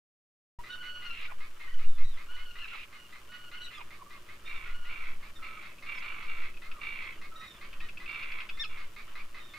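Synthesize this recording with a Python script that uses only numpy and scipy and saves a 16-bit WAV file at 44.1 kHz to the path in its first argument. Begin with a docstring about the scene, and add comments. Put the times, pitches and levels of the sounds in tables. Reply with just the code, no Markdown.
"""A rocky shore at night, in a seabird colony, on the microphone of a fixed camera that comes on late.
Close by, one bird wails and breaks into rasps, one growls, one chatters, one clucks; others squeal among
the boulders and one shrieks. The voices are harmonic tones and snaps of the syrinx, shaped by the throat
and scattered by the rocks. Farther off lie the rest of the colony and the surf; at the microphone,
slow wind pressure, hiss and a thin mains buzz."""
import sys
import numpy as np
from scipy import signal
from scipy.fft import rfft, irfft, next_fast_len
from scipy.io import wavfile
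from scipy.ndimage import map_coordinates

SR = 44100
rng = np.random.default_rng(int(sys.argv[2]) if len(sys.argv) > 2 else 0)


def wav_record(signal):
    """Record a signal, one row per channel, as 16-bit PCM in the file named by sys.argv[1]."""
    frames = np.transpose(np.atleast_2d(signal))
    bounded = np.clip(frames, -1, 1)
    # unit amplitude maps onto the largest positive 16-bit level
    quanta = np.round(bounded * 32767).astype(np.int16)
    wavfile.write(sys.argv[1], SR, quanta)


N = 422478
TIME = np.arange(N) / SR


def amp(db):
    """Decibels to gain."""
    return 10 ** (np.asarray(db) / 20)


def unit(x):
    """Scale to rms 1."""
    return x / np.sqrt(np.mean(x ** 2) + 1e-20)


def along(points, hz):
    """Read (frequency [Hz], value) points on a log axis."""
    f, v = np.transpose(points)
    return np.interp(np.log(hz + 1), np.log(f + 1), v)


def span(length):
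    """The seconds since the start of a call, one per sample."""
    return np.arange(round(length * SR)) / SR


def envelope(t, attack_s, release_s):
    """Gain that rises, holds and falls."""
    return np.clip(np.minimum(t / attack_s, (t[-1] - t) / release_s), 0, 1)


def wobble(rate, size):
    """A smooth random curve, rate knots a second."""
    knots = rng.standard_normal(int(size * rate / SR) + 4)
    return map_coordinates(knots, [np.arange(size) * rate / SR], mode="nearest")


def add(track, start, x, fade_s=.019):
    """Mix x into the track at start seconds, with soft ends."""
    k = np.arange(len(x))
    part = track[round(start * SR):][:len(x)]
    part += (x * np.clip(np.minimum(k, k[::-1]) / (fade_s * SR), 0, 1))[:len(part)]


def filtered(x, response):
    """Filter x by a gain that is a function of frequency."""
    m = next_fast_len(x.shape[-1] + 8192)
    return irfft(rfft(x, m) * response(np.fft.rfftfreq(m, 1 / SR)), m)[..., :x.shape[-1]]


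def coloured(x, spectrum):
    """Shape x by (frequency [Hz], gain [dB]) points; rms 1."""
    return unit(filtered(x, lambda hz: amp(along(spectrum, hz))))


def noise(spectrum):
    """Coloured noise of rms 1."""
    return coloured(rng.standard_normal(N), spectrum)


def wide_noise(spectrum, side_db):
    """Stereo noise from independent mid and side signals."""
    return noise(spectrum) + amp(side_db) * noise(spectrum) * np.array([[1], [-1]])


def throat(x, modes):
    """Ring x through resonances (centre [Hz], width [Hz], gain [dB]); rms 1."""
    m = next_fast_len(len(x) + 4096)
    f = np.abs(np.fft.fftfreq(m, 1 / SR))
    gain = sum(amp(db) / (1 + 2 * ((f - hz) / width) ** 2) for hz, width, db in modes)
    causal = np.exp(np.conj(signal.hilbert(np.log(gain))))  # the ring follows each snap
    causal *= f ** 2 / (f ** 2 + 500 ** 2)  # a small beak radiates no bass
    return unit(np.fft.ifft(np.fft.fft(x, m) * causal).real[:len(x)])


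def creak(size, pulse_hz, jitter, breath):
    """Uneven snaps of the syrinx mixed with rushing air."""
    cycles = np.cumsum(pulse_hz * np.exp(jitter * wobble(pulse_hz, size))) / SR + rng.random()
    snaps = np.diff(np.floor(cycles), prepend=0) * amp(1.04 * wobble(pulse_hz, size))
    return unit(snaps) + breath * rng.standard_normal(size)


def flutter(size, rate_hz, depth_db, drift=.027):
    """A nearly regular throb of the air stream, rms 1."""
    cycles = np.cumsum(rate_hz * (1 + drift * wobble(36, size))) / SR + rng.random()
    return unit(amp(depth_db * np.cos(2 * np.pi * cycles)))


def partials(pitch, rough):
    """Six harmonics of rms 1, one a row; roughness shakes their pitch and strength."""
    size = len(pitch)
    shake = 1 + .08 * rough * wobble(900, size) + .005 * wobble(45, size)
    phase = 2 * np.pi * np.cumsum(pitch * shake) / SR
    return np.array([unit(np.sin(k * phase) * amp(3.45 * min(k, 3) * rough * wobble(300, size)))
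                     for k in range(1, 7)])


def harmonic_gains(pitch, colour):
    """Each harmonic's gain through a throat colour (frequency [Hz], gain [dB])."""
    return amp(along(colour, np.outer(np.arange(1, 7), pitch)))


def voiced(pitch, rough, colour):
    """A harmonic voice through a throat colour, with steady power."""
    gains = harmonic_gains(pitch, colour)
    return np.sum(partials(pitch, rough) * gains, axis=0) / np.linalg.norm(gains, axis=0)


def cry(length, top_hz, fall, throat_hz):
    """An arched cry carried by the harmonic nearest the throat resonance; it cracks as it drops."""
    u = span(length) / length
    crest = .287  # share of the length at which the arch is highest
    pitch = top_hz * (1 - fall * ((u - crest) / (1 - crest)) ** 2)
    hoarseness = top_hz / throat_hz  # cries on the fundamental are hoarse, on a high harmonic clear
    rough = .46 * hoarseness + (1 - pitch / top_hz)
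    pitch *= 1 + .0222 * hoarseness ** 2 * wobble(118.8, len(u))
    colour = np.array([(.5, -10), (1, 0), (1.35, -16), (2.4, -24), (3.5, -40)]) * [throat_hz, 1]
    return unit(amp(3.2 * wobble(69, len(u)))) * voiced(pitch, rough, colour)


def boulders(x, side_db, t60, wet_db=-10):
    """Near rocks scatter the sound and widen it; the slope adds a faint long tail."""
    t = span(.5)
    tail = lambda decay_s: unit(rng.standard_normal(len(t)) * amp(-60 * t / decay_s)) / np.sqrt(len(t))
    echo = lambda db: signal.fftconvolve(x, amp(db) * tail(t60) + amp(-19) * tail(.3))[:N]
    return x + echo(wet_db) + echo(side_db) * np.array([[1], [-1]])


def hiss():
    """Steady hiss, largely separate in each channel."""
    # hiss spectrum (frequency [Hz], gain [dB])
    spectrum = [(150, -50), (400, -8), (900, 2), (3000, 4), (6000, 2), (9000, -.5), (15000, -1),
                (15900, -18)]
    return amp(-69.5) * wide_noise(spectrum, side_db=1.5)


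def buzz(mains_hz=60.14):
    """The mains supply leaks a few sharp spikes each half cycle."""
    # switching spikes (place in the half cycle [0-1], relative level [dB])
    switching = [(0.16, 32.5), (.855, 33), (1, -14.5)]
    spikes = np.zeros(N)
    for place, db in switching:
        samples_away = ((2 * mains_hz * TIME - place + .5) % 1 - .5) * SR / (2 * mains_hz)
        spikes += amp(db) * np.sinc(samples_away) * np.exp(-(samples_away / 8) ** 2)
    colour = [(30, -17), (120, 11.5), (800, 2.5), (5000, 5.5), (11000, .5), (15500, -3)]
    return amp(-66) * coloured(spikes * amp(1.5 * wobble(300, N)), colour)


def wind():
    """Slow gusts press on the microphone, in mono and mostly below hearing."""
    # gusts (time [s], half width [s], relative level [dB])
    gusts = [(1.3, 0.17, -56), (1.8, 0.11, -46), (2.02, 0.12, -40.5), (2.4, 0.27, -51.5), (4.7, 0.14, -48),
             (5.1, 0.29, -52.5), (6.6, .4, -56.5), (7.8, 0.11, -56), (8.7, 0.6, -58.5)]
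    # buffeting spectrum (frequency [Hz], gain [dB])
    buffet = [(1, 7), (4, 22.5), (10, 5.5), (20, -8), (30, -11.5), (45, -28), (65, -29), (120, -42),
              (400, -102), (2000, -120)]
    calm = amp(-69)
    pressure = calm + sum(amp(db) * np.exp(-((TIME - s) / width) ** 2) for s, width, db in gusts)
    return amp(23) * pressure * noise(buffet)


def surf():
    """Distant surf: a low wash, nearly mono, that slowly swells and sinks."""
    # spectrum of the wash (frequency [Hz], gain [dB])
    spectrum = [(26, -32), (45, -6), (59, -9.5), (99, -8), (141, -15.5), (193, -11.5), (277, -17.5),
                (347, -11.5), (384, -17), (424, -14), (481, -23), (580, -14), (634, -19), (774, -28),
                (900, -31), (1170, -22), (1980, -120)]
    # swell of the sea (time [s], level [dB])
    swell = [(.6, -61), (1.6, -66), (2.7, -64.5), (3.6, -62.5), (5, -62), (7.7, -60.5), (9.5, -62.5)]
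    wash = wide_noise(spectrum, side_db=-22)
    return amp(np.interp(TIME, *np.transpose(swell)) + .38 * wobble(2.7, N)) * wash


def colony():
    """Many far birds merge into a restless rattle."""
    # spectrum of the far voices (frequency [Hz], gain [dB])
    far_voices = [(700, -11.5), (950, 3.5), (1250, 8.5), (1650, 3), (2300, 5), (3100, 2.5), (4200, -11.5),
                  (6500, -27), (10000, -56)]
    restless = amp(1.7 * wobble(12, N) + 2.2 * wobble(130, N))
    return amp(-60.5) * unit(noise(far_voices) * restless)


def squeals():
    """Birds among the boulders throw in short arched cries."""
    # cries (time [s], length [s], top pitch [Hz], fall [share of pitch], relative level [dB],
    # throat resonance [Hz])
    calls = [(0.588, 0.024, 954, .01, -48.5, 1130), (.70, .062, 1860, 0.018, -53.5, 3740),
             (1.595, 0.17, 1997, 0.054, -55.5, 1950), (1.66, 0.22, 1500, 0.079, -59, 2930),
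             (1.85, 0.14, 1830, .07, -66, 3700), (2.033, 0.14, 1945, 0.21, -59, 3700),
             (2.621, .042, 1690, 0.033, -50.5, 1750), (2.941, .13, 1458, 0.023, -57, 2920),
             (3.613, 0.063, 1985, 0.048, -49.5, 3900), (3.74, 0.047, 1760, 0.084, -53.5, 3960),
             (3.991, 0.038, 1100, 0.056, -53, 1100), (4.04, .15, 1180, .08, -60, 1150),
             (4.448, .155, 1837, 0.039, -57.5, 3550), (5.351, 0.042, 1815, .02, -57, 3550),
             (5.387, 0.21, 1325, .04, -52.5, 1300), (5.949, 0.049, 1790, .13, -57, 5160),
             (6.028, .23, 1486, .045, -56, 2950), (6.04, 0.202, 1175, 0.035, -59, 1150),
             (6.66, .16, 1333, 0.24, -57.5, 1300), (7.12, 0.078, 1543, 0.13, -59.5, 2900),
             (7.313, 0.13, 1285, 0.041, -53.5, 1310), (7.351, .23, 1890, 0.09, -56.5, 3600),
             (7.62, 0.26, 1573, .07, -63.5, 3140), (8.517, 0.23, 1773, 0.063, -61, 3600),
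             (9.193, 0.033, 2370, .01, -51.5, 2400), (9.39, 0.16, 1838, .05, -59, 3700)]
    out = np.zeros(N)
    for start, length, hz, fall, db, throat_hz in calls:
        add(out, start, amp(db - 1) * cry(length, hz, fall, throat_hz), fade_s=length * .044)
    return out


def shriek():
    """Near the microphone, a clear cry collapses into a rough squawk."""
    # course of the cry (time [s], pitch [Hz], level [dB], roughness [0 = clear])
    course = [(8.59, 1755, -56, .15), (8.598, 1805, -37, 0.14), (8.612, 1840, -34, 0),
              (8.625, 1826, -36.5, 0.15), (8.636, 1680, -37.5, 0.1), (8.645, 1320, -42, 1.1),
              (8.657, 1305, -39, 0.56), (8.672, 1290, -65, 0.2)]
    # throat colour (frequency [Hz], gain [dB])
    colour = [(1300, 3), (1850, -11), (2600, 12), (3700, -2.5), (5500, -5.5), (7000, -26), (9300, -34.5),
              (13000, -45)]
    times, *columns = np.transpose(course)
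    t = np.arange(round(times[0] * SR), round(times[-1] * SR)) / SR
    pitch, db, rough = (np.interp(t, times, column) for column in columns)
    out = np.zeros(N)
    add(out, t[0], amp(db) * voiced(pitch, rough, colour), fade_s=.002)
    return out


def clucks():
    """Very short bursts ring the throat: a few single ones, then a quick run that grows louder."""
    # single clucks (time [s], relative level [dB])
    singles = [(5.7807, -49.5), (6.538, -51), (6.567, -46.5), (6.713, -41.5), (7.7274, -45)]
    # throat resonances (centre [Hz], width [Hz], gain [dB])
    modes = [(1440, 440, -8), (2530, 280, 8.5), (3300, 410, -7.5), (4600, 630, -15)]
    gap_s, slowing_s, growth_db = .0845, .0002, .8
    run = [(7.8005 + k * (gap_s + k * slowing_s), -42 + k * growth_db) for k in range(9)]
    out, t = np.zeros(N), span(.05)
    for start, db in [*singles, *run]:
        air = creak(len(t), pulse_hz=702.4, jitter=.15, breath=.62) * t * np.exp(-t / .0045)
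        add(out, start, amp(db - 11) * throat(air, modes), fade_s=.00077)
    return out


def chatter(syllable_s=.087, spacing_s=.193):
    """Hoarse syllables, a creak around a cracked tone, start sharply and sag, about five a second."""
    # stretches in even tempo (first syllable [s], last syllable [s], relative level [dB])
    stretches = [(0.636, 1.405, -51.5), (1.6, 2.554, -52.5), (2.73, 4.101, -53), (4.287, 5.225, -53.5),
                 (5.425, 6.419, -51.5), (6.619, 7.808, -51), (7.998, 8.571, -51), (8.771, 9.535, -49.5)]
    # throat resonances (centre [Hz], width [Hz], gain [dB])
    modes = [(1230, 254, 4.5), (1920, 340, 3), (2520, 164, 4.5), (3740, 520, -4), (4860, 1030, -16.5)]
    colour = [(2000, 3.5), (4000, -9), (6000, -27), (9000, -35)]
    out, u = np.zeros(N), np.linspace(0, 1, int(syllable_s * SR))
    push = amp(-17 * u ** 3 + 1.4 * np.cos(2 * np.pi * 2.04 * u))  # two pushes to a syllable
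    for first, last, db in stretches:
        for start in np.linspace(first, last, round((last - first) / spacing_s) + 1):
            air = creak(len(u), pulse_hz=400, jitter=.1, breath=.45)
            bend = .03 * rng.standard_normal() + .0595 * np.sin(np.pi * u) + rng.normal(.022, .07) * u
            tone = voiced(1990 * (1 + bend), rough=.34, colour=colour)
            voice = throat(air, modes) + amp(-.5) * tone
            add(out, start, amp(db - 2) * push * voice, fade_s=.0019)
    return out


def growls(fade_db_per_s=10.5):
    """Snaps and a cracked tone throb fast; the throat's upper resonances sink through each growl."""
    # growls (time [s], length [s], relative level [dB], weight of low resonances [dB], throb [Hz])
    calls = [(4.449, .32, -49, -9, 60), (4.88, .3, -48.5, -7.5, 63), (5.41, 0.36, -52, -8, 49),
             (5.856, 0.21, -43.5, -11.5, 35.5), (6.0, .31, -47, -6, 49), (6.26, 0.28, -47.5, -8.5, 59),
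             (6.795, .38, -44.5, -14, 59), (8.06, 0.43, -44.5, -11.5, 62), (8.679, .18, -52.5, -7, 61.4)]
    # lower and upper throat resonances (nominal centre [Hz], width [Hz], gain [dB])
    low_modes = [(1016, 55, -7), (1308, 210, -0.5)]
    high_modes = [(2192, 210, 6.5), (2617, 47, 6), (3360, 160, -8), (4000, 126, -14)]
    # colour of the cracked tone (frequency [Hz], gain [dB])
    colour = [(1150, -4.5), (2300, 3.5), (3450, -19), (4600, -20), (7000, -40)]
    out = np.zeros(N)
    for start, length, db, low_db, throb_hz in calls:
        t = span(length)
        u = t / length
        throb = flutter(len(t), throb_hz, depth_db=5, drift=.043)
        air = creak(len(t), pulse_hz=233.8, jitter=.12, breath=.36) * throb
        tense, slack = (throat(air, np.multiply(high_modes, [tune, 1, 1])) for tune in (1.06, .99))
        upper = unit((1 - u) * tense + u * slack)
        lower = amp(low_db + 1.5) * throat(air, low_modes)
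        tone = amp(-6) * voiced(np.linspace(1203, 1055, len(t)), rough=.6, colour=colour) * throb
        effort = amp(db - 1.5 - fade_db_per_s * (t - length / 2))
        effort *= envelope(t, attack_s=.035, release_s=.089)
        add(out, start, effort * (upper + lower + tone), fade_s=.003)
    return out


def gulps(length=.046):
    """A short cry breaks into each rasp, plunging in pitch and ending in a low croak."""
    # gulps (time [s], top pitch [Hz], relative level [dB])
    calls = [(1.28, 1442, -43), (2.715, 1446, -45), (3.775, 1223, -44.5)]
    # colour of the croak (frequency [Hz], gain [dB])
    colour = [(200, -25), (400, -7), (1100, -2), (1700, -4), (2400, 6), (4000, -26), (8000, -50)]
    out, t = np.zeros(N), span(length)
    for start, hz, db in calls:
        croak = coloured(creak(len(t), pulse_hz=373, jitter=.171, breath=.31), colour)
        voice = cry(length, hz, fall=.362, throat_hz=1270) + amp(.5) * t / length * croak
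        add(out, start, amp(db - 4.5) * voice, fade_s=.0039)
    return out


def rasps():
    """The wail breaks into a harsh, fluttering creak in which a cracked tone keeps sinking."""
    # rasps (time [s], length [s], relative level [dB])
    calls = [(1.11, 0.18, -45), (2.65, .21, -47), (3.688, .16, -54)]
    # throat resonances (centre [Hz], width [Hz], gain [dB])
    modes = [(1314, 590, -10), (2290, 540, 8.5), (2780, 340, 7.5), (3650, 700, -11.5)]
    colour = [(1300, -13), (2600, 3), (4000, -12), (8000, -39)]
    out = np.zeros(N)
    for start, length, db in calls:
        t = span(length)
        air = throat(creak(len(t), pulse_hz=370, jitter=.15, breath=.45), modes)
        tone = voiced(np.linspace(1390, 1220, len(t)), rough=.564, colour=colour)
        voice = (air + amp(-2) * tone) * flutter(len(t), rate_hz=38.8, depth_db=2)
        add(out, start, amp(db - 2) * envelope(t, attack_s=.04, release_s=.027) * voice)
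    return out


def wails():
    """A held whistle with a strong octave that grows hoarse as the breath runs out."""
    # wails (time [s], length [s], nominal pitch [Hz], final drop [Hz], fundamental level [dB],
    # relative overtone level [dB], roughness [0-1])
    calls = [(0.687, .47, 1485, 100, -49.3, -50, 0.24), (2.28, 0.39, 1480, 186, -56, -54, 0.33),
             (3.284, 0.228, 1468, 22, -56, -57, 0.17), (3.513, 0.2, 1462, 31, -54, -52.5, .36),
             (4.641, 0.32, 1452, 17.4, -56.5, -60.5, 0.34)]
    # throat colour on the overtones (frequency [Hz], gain [dB])
    colour = [(1400, 21), (2900, 5), (4400, -12), (5900, -21.5), (9000, -55)]
    scoop_hz, scoop_s, sag_hz_per_s, drop_s = 90, .01404, 85, .06
    fade_db_per_s, swell_db_per_s = 12, 10  # strength moves from the fundamental to the overtones
    out = np.zeros(N)
    for start, length, hz, drop_hz, low_db, high_db, rough in calls:
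        t = span(length)
        pitch = hz - scoop_hz * np.exp(-t / scoop_s) - sag_hz_per_s * t
        pitch -= drop_hz * np.exp((t - length) / drop_s)
        waver = 1 + .0292 * rough * wobble(89.9, len(t))
        stack = partials(pitch * waver, rough=rough + .25 * (t / length) ** 4)
        overtones = np.sum((stack * harmonic_gains(pitch, colour))[1:], axis=0)
        overtones *= flutter(len(t), rate_hz=38, depth_db=1)
        past_middle = t - length / 2
        overtones *= amp(high_db - 2.5 + swell_db_per_s * past_middle)
        fundamental = amp(low_db - fade_db_per_s * past_middle) * stack[0]
        tremble = unit(amp(3 * wobble(60.3, len(t))))
        add(out, start, tremble * (fundamental + overtones))
    return out


def scene():
    """Each near bird sits in its own nook among the rocks, with the colony and the sea behind."""
    growler = boulders(growls(), side_db=-3.5, t60=.074, wet_db=-4)
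    wailer = boulders(wails(), side_db=-5, t60=.09, wet_db=-15)
    wailer += boulders(rasps() + gulps(), side_db=-4, t60=.06)
    neighbours = (boulders(chatter(), side_db=-5, t60=.17)
                  + boulders(clucks(), side_db=-4, t60=.12)
                  + boulders(squeals(), side_db=-4.5, t60=.1)
                  + boulders(shriek(), side_db=-4.5, t60=.08))
    far_birds = boulders(colony(), side_db=-4, t60=.076)
    return growler + wailer + neighbours + far_birds + surf() + wind() + hiss() + buzz()


def record(dry):
    """The camera's microphone switches on after a moment; nothing above the band limit is kept."""
    on_s, top_hz = .587, 15700
    switch = np.clip((TIME - on_s) / .004, 0, 1)
    return filtered(dry * switch, lambda hz: hz < top_hz)


dry = scene()
out = record(dry)
wav_record(out)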